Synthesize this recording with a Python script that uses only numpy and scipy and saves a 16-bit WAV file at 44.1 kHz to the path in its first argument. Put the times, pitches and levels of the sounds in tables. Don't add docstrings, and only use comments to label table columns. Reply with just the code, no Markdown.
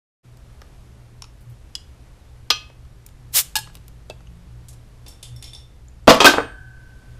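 import sys
import numpy as np
from scipy import signal
from scipy.fft import rfft, irfft
from scipy.io import wavfile
from scipy.ndimage import uniform_filter1d

SR = 44100
rng = np.random.default_rng(int(sys.argv[2]) if len(sys.argv) > 2 else 0)


def pcm_store(signal):
    levels = np.round(np.clip(np.atleast_2d(signal), -1, 1) * 32767)
    wavfile.write(sys.argv[1], SR, levels.astype(np.int16).T)


def linear_from_db(decibels):
    return 10 ** (np.asarray(decibels, float) / 20)


N = 317366
START_S = 0.23
DULL_TOP_HZ = 11600

# pitch_hz [Hz], level_db [dB], t60_s [s]
JAW_MODES = [(1130, -3.5, 0.031), (3043, 4.5, 0.018), (5500, 1, 0.086), (7060, -9.5, 0.056)]
# start_s [s], peak_db [dB], bright_db [dB], ring_db [dB re peak]
BOUNCE_BLOWS = [
    (6.337, -11.5, 0, -1),
    (6.3721, -18, -1, -10),
    (6.3821, -11, -2.5, 2),
    (6.403, -23.5, -6, -1.5),
    (6.429, -35, -3, -7),
]
# start_s [s], peak_db [dB], bright_db [dB], ring_db [dB re peak]
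HANDLE_BLOWS = [
    (6.2654, -1, 1, 5),
    (6.277, -4, -1, -4),
    (6.301, -11.5, -0.17, -15),
]


def colour(x, points):
    hz, db = np.transpose(points)
    f = np.fft.rfftfreq(len(x), 1 / SR)
    gain_db = np.interp(np.log(f + 1), np.log(hz), db)
    return irfft(rfft(x) * linear_from_db(gain_db), len(x))


def set_rms(x, db):
    return x * linear_from_db(db) / np.sqrt(np.mean(x ** 2))


def curve(rows, quiet_db=-120):
    s, *columns = np.transpose(rows)
    t = np.arange(N) / SR
    followed = [np.interp(t, s, c) for c in columns[:-1]]
    return followed + [np.interp(t, s, columns[-1], quiet_db, quiet_db)]


def decay(t, t60):
    return np.exp(-np.log(1000) * t / np.maximum(t60, .004))


def wander(rate_hz):
    k = int(SR / rate_hz)
    steps = np.repeat(rng.standard_normal(N // k + 1), k)
    smooth = uniform_filter1d(uniform_filter1d(steps, k), k)[:N]
    return smooth / smooth.std()


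def tone(hz, db):
    return np.sqrt(2) * linear_from_db(db) * np.sin(2 * np.pi * np.cumsum(hz) / SR)


def add(out, s, x):
    i = int(s * SR)
    out[i:i + len(x)] += x[:N - i]


def ring(modes, seconds, scatter_db, flutter_db):
    hz, db, t60 = np.transpose(modes)[:, :, None]
    t = np.arange(int(seconds * SR)) / SR
    detune, sign, scatter = rng.standard_normal((3, len(modes), 1))
    waves = np.sin(2 * np.pi * hz * (1 + 0.0021 * detune) * t) * np.sign(sign)
    hold = SR // 150
    steps = rng.standard_normal((len(modes), len(t) // hold + 1))
    flutter = uniform_filter1d(np.repeat(steps, hold, axis=1), hold, axis=1)[:, :len(t)]
    gains = linear_from_db(db + scatter_db * scatter + flutter_db * flutter)
    return (gains * waves * decay(t, t60)).sum(0) / np.sqrt(np.sum(linear_from_db(db) ** 2))


def blows(events, crack, modes, edges_hz, scatter_db=3.0, flutter_db=5.0, top_hz=14500):
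    thud_db, treble_db, t60_s = crack
    out, t = np.zeros(N), np.arange(int(.35 * SR)) / SR
    bands = [signal.butter(3, edge, "bandpass", fs=SR, output="sos")
             for edge in (edges_hz[:2], edges_hz[2:], (edges_hz[3], top_hz))]
    fade_out = np.cos(t / t[-1] * np.pi / 2)
    for s, peak_db, bright_db, ring_db in events:
        *noises, chatter = rng.standard_normal((4, len(t)))
        grit = linear_from_db(4.43 * chatter)
        gains_db = (thud_db - bright_db, 0, treble_db + bright_db)
        burst = 0
        for band, gain_db, slow, noise in zip(bands, gains_db, (1.1, 1, .8), noises):
            part = signal.sosfilt(band, noise * grit * decay(t, t60_s * slow))
            burst = burst + linear_from_db(gain_db) * part / np.abs(part).max()
        body = ring(modes, .35, scatter_db, flutter_db) * fade_out
        add(out, s, linear_from_db(peak_db) * (0.64 * burst + linear_from_db(ring_db) * body))
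    return out


def room(x):
    # band_hz [Hz], t60_s [s]
    wall_decay = [
        (200, 0.45),
        (700, 0.3),
        (2000, .36),
        (5000, 0.29),
        (11000, 0.27),
    ]
    t, tail = np.arange(int(.8 * SR)) / SR, 0
    for hz, t60 in wall_decay:
        shape = [(hz / 3, -30), (hz / 1.6, 0), (hz * 1.6, 0), (hz * 3, -30)]
        tail = tail + colour(rng.standard_normal(len(t)), shape) * decay(t, t60)
    tail = signal.sosfilt(signal.butter(4, 12500, fs=SR, output="sos"), tail)
    tail *= np.clip((t - .003) / 0.0063, 0, 1)
    return signal.fftconvolve(x, tail / np.sqrt(np.sum(tail ** 2)))[:N]


def shop_air():
    # pitch_hz [Hz], level_db [dB per Hz]
    air_colour = [(24, -5.5), (55, 1.5), (75, 0), (98, -12), (200, -20), (560, -28), (1680, -35.5),
                  (12100, -47.5)]
    air = set_rms(colour(rng.standard_normal(N), air_colour), -42)
    air = signal.sosfilt(signal.ellip(8, .2, 60, 12700, fs=SR, output="sos"), air)
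    low = signal.sosfiltfilt(signal.butter(2, 100, fs=SR, output="sos"), air)
    t = np.arange(N) / SR
    shake_s, shake_db, shake_t60_s = 6.08, 8, 2.5
    shake = (t > shake_s) * linear_from_db(shake_db) * decay(np.abs(t - shake_s), shake_t60_s)
    rumble = set_rms(low, -47) * (1 + shake) * np.clip((t - START_S) / 0.21, 0, 1)
    return air - low, rumble


def lamp_hum():
    hum_hz, width_hz, hum_db = 120, 1.5, -50.5
    return tone(hum_hz + width_hz * wander(12) / 2, hum_db + 4.7 * wander(13.0))


def lamp_ballast():
    # pitch_hz [Hz], level_db [dB per Hz]
    ballast_colour = [(70, -59.5), (100, -14), (122, -3), (150, -17.5), (220, -77)]
    return set_rms(colour(rng.standard_normal(N), ballast_colour), -56.5)


def jaw_ticks():
    # start_s [s], peak_db [dB], bright_db [dB]
    tick_blows = [(0.371, -40.5, 2), (0.6173, -31, -4.5), (2.6999, -44.5, -15.5), (2.851, -49, -6),
                  (3.0635, -38, 17.5), (3.0883, -42, 6), (3.6739, -36.5, -10.5), (3.6988, -48, -16),
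                  (3.732, -47, 4), (3.744, -43.5, 8), (3.7525, -25.5, 8), (3.7698, -35.5, 1.5),
                  (3.8809, -36.5, 12.5), (4.206, -45.5, -11.5)]
    ticks = [(*row, -37) for row in tick_blows]
    return blows(ticks, (-5.5, -5.5, 0.021), JAW_MODES, (300, 1500, 2000, 6000))


def jaw_clicks():
    # start_s [s], peak_db [dB], bright_db [dB], ring_db [dB re peak]
    click_blows = [
        (1.2214, -19, 3.5, -13.5),
        (1.2415, -29.5, -4, -25),
        (1.252, -40, 4, -27),
    ]
    return blows(click_blows, (-11.5, -10.5, 0.016), JAW_MODES, (820, 1440, 2380, 5840), top_hz=DULL_TOP_HZ)


def finger_rustles():
    # start_s [s], peak_db [dB], bright_db [dB]
    rustle_blows = [
        (1.408, -56, 0),
        (1.498, -54, 1),
    ]
    rustles = [(*row, -40) for row in rustle_blows]
    return blows(rustles, (-20, 9, 0.15), JAW_MODES, (300, 1000, 3000, 9000))


def jaw_snap():
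    # start_s [s], peak_db [dB], bright_db [dB], ring_db [dB re peak]
    snap_blow = [
        (1.7524, -18.5, 0, -3),
    ]
    # pitch_hz [Hz], level_db [dB], t60_s [s]
    shut_modes = [(2880, -7, 0.057), (3360, 5, 0.056), (4070, 2, 0.025), (5010, 6, 0.022),
                  (7000, -3, 0.048)]
    return blows(snap_blow, (-19, -5, 0.028), shut_modes, (800, 2000, 2800, 7500), top_hz=DULL_TOP_HZ)


def glass_knock():
    # start_s [s], peak_db [dB], bright_db [dB], ring_db [dB re peak]
    knock_blow = [
        (2.5026, 1.5, 0.0018, -11.5),
    ]
    # pitch_hz [Hz], level_db [dB], t60_s [s]
    glass_modes = [(460, -17, 0.08), (800, -9, 0.034), (1227, -2, 0.15), (1502, -12, .15),
                   (1707, -21, 0.33), (2568, -11, 0.45), (2880, -11, .17), (3187, -6, 0.24),
                   (3050, 3, 0.025), (4183, -3, .19), (4560, 0, 0.03), (4856, -8, 0.13), (5819, -11, 0.18),
                   (5992, -8, 0.24)]
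    return blows(knock_blow, (-11.5, -11.5, 0.055), glass_modes, (250, 2000, 2500, 5200), 0, 0.76)


def far_truck():
    # start_s [s], firing_hz [Hz], third_order_db [dB]
    engine = [
        (2.9, 41.9, -67),
        (3.35, 51.17, -64),
        (3.55, 53.34, -54.5),
        (3.95, 53.64, -57),
        (4.2, 55.18, -61),
        (4.33, 57.3, -51.5),
        (4.7, 57.9, -58),
        (4.9, 59.3, -69),
        (6.2, 62.03, -72),
    ]
    hz, third_db = curve(engine)
    hz = hz * (1 + .01 * wander(9.1))
    first_db = -48.5 + .25 * (third_db - third_db.max())
    return tone(hz, first_db + 1.8 * wander(13)) + tone(3 * hz, third_db + 2.3 * wander(4.2))


def gas():
    # pitch_hz [Hz], level_db [dB]
    jet_colour = [(180, -60), (300, -18), (650, -12.5), (1260, -9.5), (2360, -5), (3020, -2), (7140, 0.5),
                  (15500, 1)]
    loudest_s, open_s, choke_s = 3.374, .037, .047
    spit = linear_from_db(2.5 * rng.standard_normal(N))
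    late = np.arange(N) / SR - loudest_s
    drop_db = 20 * np.where(late < 0, np.abs(late / open_s) ** 2.6, np.abs(late / choke_s) ** 3)
    return set_rms(colour(rng.standard_normal(N) * spit, jet_colour), -11.5) * linear_from_db(-drop_db)


def cap_snaps():
    # start_s [s], peak_db [dB], bright_db [dB], ring_db [dB re peak]
    snap_blows = [
        (3.5552, -6.5, 1, -8),
        (3.5645, -11, 2.5, -6),
        (3.5874, -24, 8, -6),
    ]
    # pitch_hz [Hz], level_db [dB], t60_s [s]
    cap_modes = [(865, -3, .06), (1674, -1, 0.09), (2815, -8, 0.04), (3600, -7, 0.04), (4330, 0, 0.07),
                 (5150, 0, 0.04), (7480, -9, .04), (8390, -10, .045)]
    return blows(snap_blows, (-20, -2, 0.06), cap_modes, (600, 1500, 2500, 6000))


def cap_slips():
    # start_s [s], peak_db [dB], bright_db [dB], ring_db [dB re peak]
    slip_blows = [
        (4.0991, -22, 2, -7.5),
        (4.108, -39, -1.6, 8),
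    ]
    # pitch_hz [Hz], level_db [dB], t60_s [s]
    neck_modes = [(612, 3.5, 0.027), (880, -5, 0.053), (1610, -13, 0.071), (2630, 4, 0.056),
                  (3420, 2, 0.02), (4650, -2, 0.023)]
    return blows(slip_blows, (2, -4, 0.025), neck_modes, (200, 900, 2200, 5000), 1.0, 4.5, DULL_TOP_HZ)


def jaw_pings():
    # start_s [s], pitch_hz [Hz], peak_db [dB], t60_s [s]
    tip_pings = [
        (4.2719, 2900, -42, 0.016),
        (4.2715, 6360, -51, 0.014),
        (5.884, 7040, -40.5, 0.014),
    ]
    out = np.zeros(N)
    for s, hz, db, t60 in tip_pings:
        add(out, s, linear_from_db(db) * ring([(hz, 0, t60)], .1, 0, 0))
    return out


def sleeve_rubs():
    # start_s [s], peak_db [dB], bright_db [dB]
    rub_blows = [
        (4.6843, -40.5, 7.5),
        (4.7045, -53, 8),
        (4.7287, -45, 2),
        (4.759, -54.5, -11),
    ]
    rubs = [(*row, -40) for row in rub_blows]
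    return blows(rubs, (-35, 3.2, .15), JAW_MODES, (300, 1000, 3000, 6000), top_hz=DULL_TOP_HZ)


def cap_on_floor():
    # start_s [s], peak_db [dB], bright_db [dB], ring_db [dB re peak]
    face_blows = [
        (5.0634, -30, -7.5, -15),
        (5.1244, -43, -16, -7),
        (5.228, -24.5, 1.5, -9.5),
        (5.4251, -27, 1.5, -7.5),
        (5.4794, -37.5, -1, -1),
        (5.5333, -32, -1.5, 2.5),
        (5.5894, -43, -1, -9),
    ]
    # start_s [s], peak_db [dB], bright_db [dB], ring_db [dB re peak]
    rim_blows = [
        (5.0818, -36, 9, -3),
        (5.3622, -42, 8, 2),
        (5.4424, -29, -4, -3.5),
        (5.5494, -30.5, -6.5, -5),
    ]
    # pitch_hz [Hz], level_db [dB], t60_s [s]
    face_modes = [(3545, 8, 0.14), (4760, -12, 0.05), (8600, -10, 0.08), (9460, -8, 0.1)]
    # pitch_hz [Hz], level_db [dB], t60_s [s]
    rim_modes = [(2130, -14, 0.06), (3535, -6, 0.15), (4940, -9, .04), (5445, 0, .1), (9400, -8, 0.041),
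                 (10730, -11, .04)]
    face = blows(face_blows, (-14.5, 1, 0.055), face_modes, (300, 1000, 2200, 6000), 1.0, 4.0, DULL_TOP_HZ)
    rim = blows(rim_blows, (-18, -0.77, 0.051), rim_modes, (300, 1000, 3500, 6000), 1.0, 4.0, 13500)
    return face + rim


def whistle():
    # start_s [s], pitch_hz [Hz], level_db [dB]
    flight = [
        (6.035, 6800, -80),
        (6.045, 7300, -69),
        (6.058, 7900, -69),
        (6.064, 8050, -80),
    ]
    return tone(*curve(flight))


def bench_blows():
    # start_s [s], peak_db [dB], bright_db [dB], ring_db [dB re peak]
    thud_blows = [
        (6.0727, -7, 8.5, -9.5),
        (6.0777, 5.5, -7.5, 4.5),
        (6.1035, 3.5, 3, 0),
        (6.145, -13.5, 12.5, -4.5),
    ]
    # pitch_hz [Hz], level_db [dB], t60_s [s]
    bench_modes = [(193.2, -20, 0.028), (251, -5.5, 0.056), (504, -3.5, 0.12), (648, 2.5, 0.062),
                   (698, -3.5, 0.02), (1137, -5.5, 0.04)]
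    # pitch_hz [Hz], level_db [dB], t60_s [s]
    edge_modes = [(463, -0.5, 0.042), (1170, -4, 0.063), (1510, -1.5, 0.042)]
    slams = blows(thud_blows, (5, -18, 0.055), bench_modes, (215, 1260, 1000, 4000))
    bounces = blows(BOUNCE_BLOWS, (3.4, -31.5, 0.046), edge_modes, (253.0, 980, 1003, 2230))
    return slams + bounces


def pliers_clangs():
    # start_s [s], peak_db [dB], bright_db [dB], ring_db [dB re peak]
    clang_blows = [
        (6.086, 0, -0.5, -26),
        (6.0945, 3.5, 1, -26),
        (6.2034, 2, -9, -5.5),
        (6.221, -14.5, 0, 3),
        (6.2446, 9.5, -4.5, -13.5),
        (6.2542, 8.5, 2.5, -9.5),
    ]
    # pitch_hz [Hz], level_db [dB], t60_s [s]
    pliers_modes = [(1070, -3, .05), (1249, 5, 0.06), (2530, -2, 0.075), (3240, -4, 0.13), (4470, -12, .04)]
    return blows(clang_blows, (-9, -13.5, 0.16), pliers_modes, (273, 1040, 990, 5600))


def handles():
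    # pitch_hz [Hz], level_db [dB], t60_s [s]
    handle_modes = [(1550, 1, 0.1), (2460, -12, .06), (3668, -6, 0.045), (4590, -14, .05)]
    return blows(HANDLE_BLOWS, (-11, -17.5, 0.09), handle_modes, (280, 997, 1004, 5930), 0.94, 4.8)


def tray():
    # pitch_hz [Hz], level_db [dB], t60_s [s]
    tray_rim_modes = [(3090, -11, .7), (4522, 3, .4), (8538, -5, .62)]
    # pitch_hz [Hz], level_db [dB], t60_s [s]
    tray_modes = [(743, -12, 1.1), (950, -14, 1.1), (1507, -5, 2.0), (1534, -3, 2.3), (1583, -4, 1.2),
                  (1637, -8, 1.9), (1696, -1, 1.2)]
    out = np.zeros(N)
    add(out, HANDLE_BLOWS[0][0], linear_from_db(-30) * ring(tray_rim_modes, 0.81, 0, 1.5))
    add(out, BOUNCE_BLOWS[2][0], linear_from_db(-36) * ring(tray_modes, 1., 0, 0.81))
    return out


def scene():
    near = jaw_ticks() + jaw_clicks() + jaw_snap() + glass_knock()
    near += cap_slips() + sleeve_rubs() + finger_rustles() + jaw_pings()
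    cap, hiss = cap_snaps(), gas()
    bench = bench_blows() + pliers_clangs() + tray()
    floor, chime = cap_on_floor(), handles()
    send = linear_from_db(-17) * near + linear_from_db(-16.5) * cap + linear_from_db(-21.0) * hiss + linear_from_db(-6.0) * floor
    send += linear_from_db(-12.0) * bench + linear_from_db(-15.5) * chime
    direct = near + cap + hiss + linear_from_db(-2.5) * floor + bench + chime + whistle()
    wet = room(send)
    air, rumble = shop_air()
    background = rumble + lamp_hum() + far_truck() + lamp_ballast()
    background += air * linear_from_db(.8 * wander(2.3))
    return (direct + wet + background)[None]


def top_cut(x):
    return signal.sosfilt(signal.butter(12, 15760, fs=SR, output="sos"), x)


def record(dry):
    fade_in = np.clip((np.arange(N) / SR - START_S) / 0.02, 0, 1)
    x = signal.sosfilt(signal.ellip(8, .2, 60, 15350, fs=SR, output="sos"), dry * fade_in)
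    return top_cut(np.clip(x, -1, 1))


dry = scene()
out = record(dry)
pcm_store(out)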